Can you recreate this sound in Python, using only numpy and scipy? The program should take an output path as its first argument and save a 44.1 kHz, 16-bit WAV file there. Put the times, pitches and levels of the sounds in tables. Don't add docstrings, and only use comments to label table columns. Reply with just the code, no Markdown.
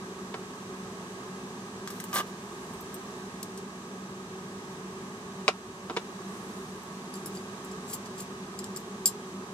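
import sys
import numpy as np
from scipy import signal
from scipy.fft import rfft, irfft, next_fast_len
from scipy.io import wavfile
from scipy.ndimage import uniform_filter1d

SR = 44100
rng = np.random.default_rng(int(sys.argv[2]) if len(sys.argv) > 2 else 0)


def unload_wav(signal):
    wavfile.write(
        sys.argv[1],
        SR,
        np.round(np.clip(np.atleast_2d(signal).T, -1, 1) * 32767).astype(np.int16),
    )


N = 420273

# main_pair_db, top_pair_db, low_group_db
STICK_CLICKS = [(1.875, -29.5, 0.2, -3, -1, -14, -4, 0.1), (1.903, -29.5, .3, 1, 8, -14, -3, 0.1),
                (2.001, -27.5, 0.17, 2, 10, -8, -4, 0.1), (2.040, -30, .16, 5, 11, -8, -3, 0.1),
                (2.130, -24.5, .22, -3, 3, -8, -3, 0.1), (2.141, -17, .27, 15, 8, -5, 0.1, 0.1),
                (2.150, -20.5, .3, 5, 6, -3, 0.1, 0.1), (2.209, -37, .3, 14, 12, -5, 0.1, 0.1),
                (2.735, -42, .98, -5, 28, 0.1, 0.1, 0.1), (2.808, -34, .4, 11, 28, 0.1, 0.1, 0.1),
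                (2.943, -25, 0.37, -1, 28, 0.1, 0.1, 0.1), (3.429, -21, 0.094, 0, 10.5, 0, -4, 0.1),
                (3.575, -34.5, .25, 0, 3, -2, -3, 0.1), (6.833, -44, .6, 2, 20, 0.1, 0.1, 0.1),
                (7.139, -28, .3, -0.5, -14, -14, -12, -1), (7.152, -31, 0.62, 2, -14, 5, -5, -2),
                (7.259, -22.5, 0.59, 7, -8, -14, -4, 0.1), (7.269, -31, .4, -2, -8, -4, -5, -3),
                (7.351, -32.5, .4, 0, -18, -3, -14, -8), (7.372, -38, .3, -3, -6, -1, -10, -3),
                (7.647, -31.5, 0.46, 2, -3, -3, -9, -3), (7.713, -35, 0.76, -7, -14, -6, -12, -5),
                (7.877, -36, .6, -2, -14, 7, -12, -5), (7.935, -18, 0.23, 4, -11, 4, 1, -9),
                (7.942, -21, 0.21, 4, -7, 1, -1, -7), (8.060, -43, .2, -7, -11, -8, -10, -8),
                (8.18, -32, 0.32, -4, -14, 6, -8, -3), (8.206, -28, 0.32, 1, -7, 1, -3, -10),
                (8.221, -29, .28, 2, -9, -6, -2, -7), (8.590, -21.5, 0.28, -1, -18, 1, -10, 6),
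                (8.642, -23.5, .16, -1, -14, 4, -7, 2), (8.662, -35, .35, -2, -14, -1, -10, 3),
                (8.762, -22, .28, -1, -8, -4, -4, -5), (8.771, -23, .28, -3, -10, -3, 5, -2),
                (8.802, -37, .3, 7, -3, -2, -5, 3), (9.057, -3, .54, -1, -12, 11.5, 10, 6),
                (9.064, -10, 0.62, 0.5, -5, 2, 11, 0.1), (9.073, -11, 0.58, -1, -8, 3, 5, 0.1)]
MAIN_PAIR_HZ, TOP_PAIR_HZ, LOW_GROUP_HZ = (7300, 7550), (14000, 14300), (4900, 5500)
# pitch_hz, level_db, t60_s
FIRST_STICK_MODES = [(4953, -9, .07), (5250, -12, .05), (5385, -10, .05), (6300, -16, .05),
                     (6907, -16, .075), (7365, -3, .1), (7488, 0, .11), (7660, -9, .09), (8100, -14, .07),
                     (10560, -7, .06), (10640, -8, .07), (14055, -8, .1), (14170, -13, .08)]
SECOND_STICK_MODES = [(3400, -14, .03), (5600, -16, .04), (8395, -4, .09), (8650, -9, .07),
                      (9200, -12, .09), (12390, -4, .09), (12750, -6, .075), (13460, -12, .09),
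                      (15300, -13, .06)]
# until_s, crack_db, thud_db
STICK_PLACES = [(2.135, 8.5, -5.5), (3.1, 7, -34), (6.9, 8.5, -35), (9.6, -9.5, -33)]
# start_s, strongest_s, end_s, level_db, scrape_db
RUB_STROKES = [(7.135, 7.157, 7.3, -62, 2), (7.29, 7.355, 7.45, -60, 2), (7.86, 7.905, 7.97, -50, -2),
               (7.916, 7.932, 7.968, -48, 4), (8.04, 8.062, 8.08, -64, 15), (8.15, 8.205, 8.24, -51.5, 6),
               (9.05, 9.065, 9.02, -37, -7)]
# time_s, peak_db
BOWL_TOUCHES = [(7.139, -43), (7.151, -45), (7.372, -36), (7.91, -50), (7.95, -48), (8.766, -37),
                (9.057, -23)]
# pitch_hz, level_db, t60_s
RIM_MODES = [(4680, 0, .05), (4760, -3, .045)]
# start_s, strongest_s, end_s, level_db, treble_db
DRAG_STROKES = [(1.87, 1.905, 2.1, -60.5, 11), (2.053, 2.125, 2.14, -62, 12.5),
                (2.127, 2.173, 2.217, -31.5, 0.5), (2.196, 2.201, 2.222, -37, -8),
                (2.252, 2.278, 2.32, -58, 6)]
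# pitch_hz, width_hz, level_db
BOARD_MODES = [(810, 400, -9), (1030, 150, -7), (1194, 64, 5.5), (1593, 104, 2), (1970, 99, -8),
               (2880, 300, -7), (3430, 340, -14)]
# time_s, level_db, tilt_db_per_octave, rattle_db, snap_db, thud_db
DULL_KNOCKS = [(0.341, -25.5, -2, -4, -9, -3.5), (5.48, -16.5, 4, -1.5, 16, 1.5),
               (5.485, -15.5, -1, -1, 0, 1), (5.898, -22, -1.5, -12, -4, -9),
               (5.906, -24.5, -6, -10, -6, 10), (5.965, -25.5, 0.1, -2, -5, -7),
               (5.9693, -18, 1, -4, -3, 6)]
# pitch_hz, level_db, t60_s
WOOD_MODES = [(235, -22, 0.07), (360, -1.5, 0.063), (447, 0, 0.06), (640, -14, 0.028), (750, -3.5, 0.086),
              (960, 2.5, 0.046), (1070, -3.5, 0.091), (1348, 2, 0.055), (2100, -29, 0.032),
              (2570, -19, 0.03), (3500, -23, 0.031), (3580, -1, 0.026), (4640, -18, 0.034)]
EDGE_MODES = [(1120, -3, .016), (2450, -1, .011), (2750, -2, .010), (3800, -4, .009), (4900, -5, .009),
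              (8000, -22, .006), (11500, -30, .005)]
# start_s, strongest_s, end_s, level_db
RUSTLE_STROKES = [(2.3, 2.55, 3.9, -55), (6.1, 6.4, 7.1, -51.5)]
# frequency_hz, level_db
AIR_SPECTRUM = [(15, -66), (25, -34), (123, -11.5), (157, -5.5), (190, -3), (249, -5.5), (277, -15),
                (373, -3), (520, -16.5), (640, -14), (1100, -12), (1400, -23), (1610, -15), (2110, -21),
                (7920, -29.5), (16000, -44.5)]
# pitch_hz, width_hz, lift_db
DUCT_MODES = [(68.2, 4.6, 10), (197, 7.8, 10), (254.4, 24, 5), (417, 65, 5), (1255, 130, 7.5),
              (1610, 20, 1), (3870, 100, 4.5), (6130, 740, 4), (7930, 2700, 3.5)]
# pitch_hz, rms_db
MOTOR_TONES = [(107.7, -64), (188.4, -50), (376.8, -53), (565.2, -68), (1115, -60), (1244, -66),
               (1416, -73), (1637, -72), (2476, -74), (2810, -76)]
# frequency_hz, correlation
PORT_LIKENESS = [(25, .96), (60, .988), (150, .995), (340, .99), (690, .84), (1030, .7), (1400, .3),
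                 (2070, .55), (3000, .35), (5000, .15), (15000, .05)]
# frequency_hz, left_minus_right_db
FAN_SHADING = [(60, 0.0), (110, 0.0), (200, 0.0), (380, -0.5), (700, -3.0), (1290, -6.5), (2380, -1.0),
               (4400, 2.5), (8120, 0.5), (15000, 2.0)]
NEAR_SHADING = [(300, 0), (1100, -5), (2400, 3), (3800, 1), (5000, 3.5), (7500, 2), (9000, 2.5), (14000, 3)]
# frequency_hz, left_lead_rad
FAN_PHASE = [(300, 0.0028), (950, 0.02), (1800, 2.68), (3100, 4.6), (5000, 3.57)]
NEAR_PHASE = [(300, 0), (1000, 0.6), (2000, 1.7), (5000, 1.5), (12000, 1.7)]


def stick_clicks():
    out, pushes = quiet(), quiet()
    for time_s, db, ring_share, tilt_db, second_db, main_db, top_db, low_db in STICK_CLICKS:
        _, crack_db, thud_db = next(place for place in STICK_PLACES if time_s < place[0])
        crack_db += tilt_db - 25.5 * ring_share
        brightness = 2 ** (tilt_db / 6)
        crack = from_db(crack_db) * burst(3900 * brightness, 10300 * brightness, t60_s=0.24 * ring_share)
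        modes = lifted(FIRST_STICK_MODES, *MAIN_PAIR_HZ, main_db)
        modes = lifted(modes, *TOP_PAIR_HZ, top_db)
        modes = lifted(modes, *LOW_GROUP_HZ, low_db)
        first = strike(modes, ring_share, tilt_db)
        second = from_db(second_db) * strike(SECOND_STICK_MODES, ring_share, tilt_db)
        add(out, time_s, from_db(db) * (first + second + crack) / (1 + from_db(second_db)))
        add(pushes, time_s, from_db(db + thud_db) * burst(380, 6500, t60_s=0.0035))
    return out + board(pushes)


def stick_rubs():
    catches = grains(per_s=1300, spread_db=1.3)
    swell = dict(ends_db=23.4, roundness=0.8)
    slips = catches * strokes(RUB_STROKES, **swell)
    scrape_db = [row[-1] for row in RUB_STROKES]
    scrape = catches * strokes(RUB_STROKES, **swell, extra_db=scrape_db) + 1e-18
    out = bandpass(scrape, 2600, 6900)
    out += from_db(15) * resonate(scrape, 6500, 500)
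    out += from_db(14) * resonate(scrape, 4740, 250)
    damped = lifted(FIRST_STICK_MODES, *LOW_GROUP_HZ, -9)
    damped = lifted(damped, *TOP_PAIR_HZ, -1)
    for modes, ring_db, width_factor in (damped, 27, 12.3), (SECOND_STICK_MODES, 17, 13):
        for hz, db, t60_s in modes:
            out += from_db(db + ring_db) * resonate(slips, hz, width_factor / t60_s)
    hiss = from_db(-9) * np.diff(slips, prepend=0)
    return out + hiss


def bowl_rim():
    out = quiet()
    for time_s, db in BOWL_TOUCHES:
        add(out, time_s, from_db(db) * strike(RIM_MODES))
    return out


def stick_drags():
    swell = dict(ends_db=32, roundness=3.6)
    hiss = bandpass(grains(per_s=6000, spread_db=4.6), 2200, 14000, order=1)
    hiss *= strokes(DRAG_STROKES, **swell, extra_db=[row[-1] for row in DRAG_STROKES])
    judder = grains(per_s=3000, spread_db=3.7) * strokes(DRAG_STROKES, **swell)
    return board(judder) + hiss


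def board(force):
    return sum(from_db(db + 17) * resonate(force, hz, width_hz) for hz, width_hz, db in BOARD_MODES)


def knocks():
    out = quiet()
    for time_s, db, tilt_db, rattle_db, snap_db, thud_db in DULL_KNOCKS:
        modes = lifted(WOOD_MODES, low_hz=0, high_hz=700, db=thud_db)
        blow = strike(modes, tilt_db=tilt_db, pivot_hz=1500, scatter_db=2.5)
        rattle = from_db(rattle_db) * burst(230, 3200 * 2 ** (tilt_db / 5), t60_s=0.046)
        snap = from_db(snap_db) * strike(EDGE_MODES, scatter_db=1)
        add(out, time_s, from_db(db) * (blow + rattle + snap))
    return bandpass(out, 130, 10500)


def rustle():
    crinkle = resonate(grains(per_s=6000, spread_db=3), hz=8300, width_hz=5000)
    return crinkle * strokes(RUSTLE_STROKES, ends_db=22, roundness=2)


def extractor_fan():
    size, t = next_fast_len(N, real=True), np.arange(N) / SR
    hz = np.arange(size // 2 + 1) * SR / size
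    duct_db = sum(db / (1 + (2 * (hz - pitch) / width) ** 2) for pitch, width, db in DUCT_MODES)
    noise_spectrum = rfft(rng.standard_normal((2, size)))
    air = irfft(noise_spectrum * from_db(at_hz(AIR_SPECTRUM, hz) + duct_db), size)[:, :N]
    out = from_db(-41.5 + .5 * drift(per_s=1.91)) * rms_one(air)
    wobble_s = 0.002 * np.cumsum(drift(per_s=6)) / SR
    for pitch_hz, db in MOTOR_TONES:
        cycles = pitch_hz * (t + wobble_s) + rng.random((2, 1))
        out += np.sqrt(2) * from_db(db + 2.5 * drift(per_s=10)) * np.sin(2 * np.pi * cycles)
    return out


def nearby_echoes(x, echo_db=-34, t60_s=0.092):
    t = np.arange(SR // 6) / SR
    shared, apart = from_db(echo_db - 60 * t / t60_s) * rng.standard_normal((2, len(t))) * (t > .001)
    shared[0] = 1
    return signal.oaconvolve(x, shared)[:N], from_db(2) * signal.oaconvolve(x, apart)[:N]


def microphone(mid, side, shading, phase):
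    size = next_fast_len(N + SR // 10, real=True)
    hz = np.arange(size // 2 + 1) * SR / size
    alike = at_hz(PORT_LIKENESS, hz)
    to_left = from_db(at_hz(shading, hz) / 2) * np.exp(.5j * at_hz(phase, hz))
    shared = rfft(mid, size) * np.sqrt(1 + alike)
    apart = rfft(side, size) * np.sqrt(1 - alike)
    left, right = (shared + apart) * to_left, (shared - apart) / to_left
    return irfft(np.array([left, right]), size)[:, :N] / np.sqrt(2)


def strike(modes, ring_share=1, tilt_db=0, pivot_hz=7500, scatter_db=2):
    t = np.arange(SR // 8) / SR
    hz, db, t60_s = np.transpose(modes)[:, :, None]
    db = db + tilt_db * np.log2(hz / pivot_hz) + scatter_db * rng.normal(0, 1, hz.shape)
    swing = np.sin(2 * np.pi * (hz * t + rng.random(hz.shape)))
    decay = from_db(db - 60 * t / (t60_s * max(ring_share, .05)))
    attack = 1 - np.exp(-t / 0.00009)
    sound = np.sum(decay * swing, axis=0) * attack
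    return sound / np.abs(sound).max()


def burst(low_hz, high_hz, t60_s):
    t = np.arange(SR // 8) / SR
    noise = bandpass(rng.standard_normal(len(t)), min(low_hz, .4 * SR), min(high_hz, .45 * SR))
    return rms_one(noise) * from_db(-60 * t / max(t60_s, .002))


def grains(per_s, spread_db):
    sizes = from_db(spread_db * np.minimum(rng.exponential(1, N), 4)) * rng.choice([-1, 1], N)
    return rms_one(sizes * (rng.random(N) < per_s / SR))


def strokes(rows, ends_db, roundness, extra_db=0):
    t, out = np.arange(N) / SR, np.zeros(N)
    for (start, top, end, db, *_), more_db in zip(rows, np.broadcast_to(extra_db, len(rows))):
        away = np.interp(t, [start, top, end], [1, 0, 1])
        out += from_db(db + more_db - ends_db * away ** roundness) * (away < 1)
    return out


def lifted(modes, low_hz, high_hz, db):
    return [(hz, level_db + db * (low_hz < hz < high_hz), t60_s) for hz, level_db, t60_s in modes]


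def resonate(x, hz, width_hz):
    r = np.exp(-np.pi * width_hz / SR)
    gain = (1 - r * r) / 2
    return signal.lfilter([gain, 0, -gain], [1, -2 * r * np.cos(2 * np.pi * hz / SR), r * r], x)


def bandpass(x, low_hz, high_hz, order=2):
    return signal.sosfilt(signal.butter(order, [low_hz, high_hz], "band", fs=SR, output="sos"), x)


def drift(per_s):
    return np.interp(np.arange(N) / SR * per_s, np.arange(400), rng.standard_normal(400))


def at_hz(points, hz):
    points_hz, values = np.transpose(points)
    return np.interp(np.log(hz + 1), np.log(points_hz), values)


def add(out, time_s, sound):
    i = round(time_s * SR)
    out[i:i + len(sound)] += sound[:N - i]


def quiet():
    return rng.normal(0, 1e-9, N)


def from_db(db):
    return 10 ** (np.asarray(db) / 20)


def rms_one(x):
    return x / np.sqrt(np.mean(x ** 2) + 1e-20)


def scene():
    near = stick_clicks() + stick_rubs() + bowl_rim() + stick_drags() + knocks() + rustle()
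    fan = microphone(*extractor_fan(), FAN_SHADING, FAN_PHASE)
    return microphone(*nearby_echoes(near), NEAR_SHADING, NEAR_PHASE) + fan


def record(dry):
    threshold_db, recovery_db_per_s, cutoff_hz = -23, 3, 16300
    lower_band = signal.sosfilt(signal.butter(2, 4000, fs=SR, output="sos"), dry.mean(axis=0))
    level_db = 10 * np.log10(uniform_filter1d(lower_band ** 2, size=441) + 1e-12)
    duck_db = 0.47 * np.maximum(level_db - threshold_db, 0)
    recovery_db = recovery_db_per_s * np.arange(N) / SR
    held_db = np.maximum.accumulate(duck_db + recovery_db) - recovery_db
    held_db = signal.lfilter([.003], [1, -.997], held_db)
    top_cut = signal.cheby2(12, 60, cutoff_hz, fs=SR, output="sos")
    return signal.sosfilt(top_cut, dry * from_db(-held_db))


dry = scene()
out = record(dry)
unload_wav(out)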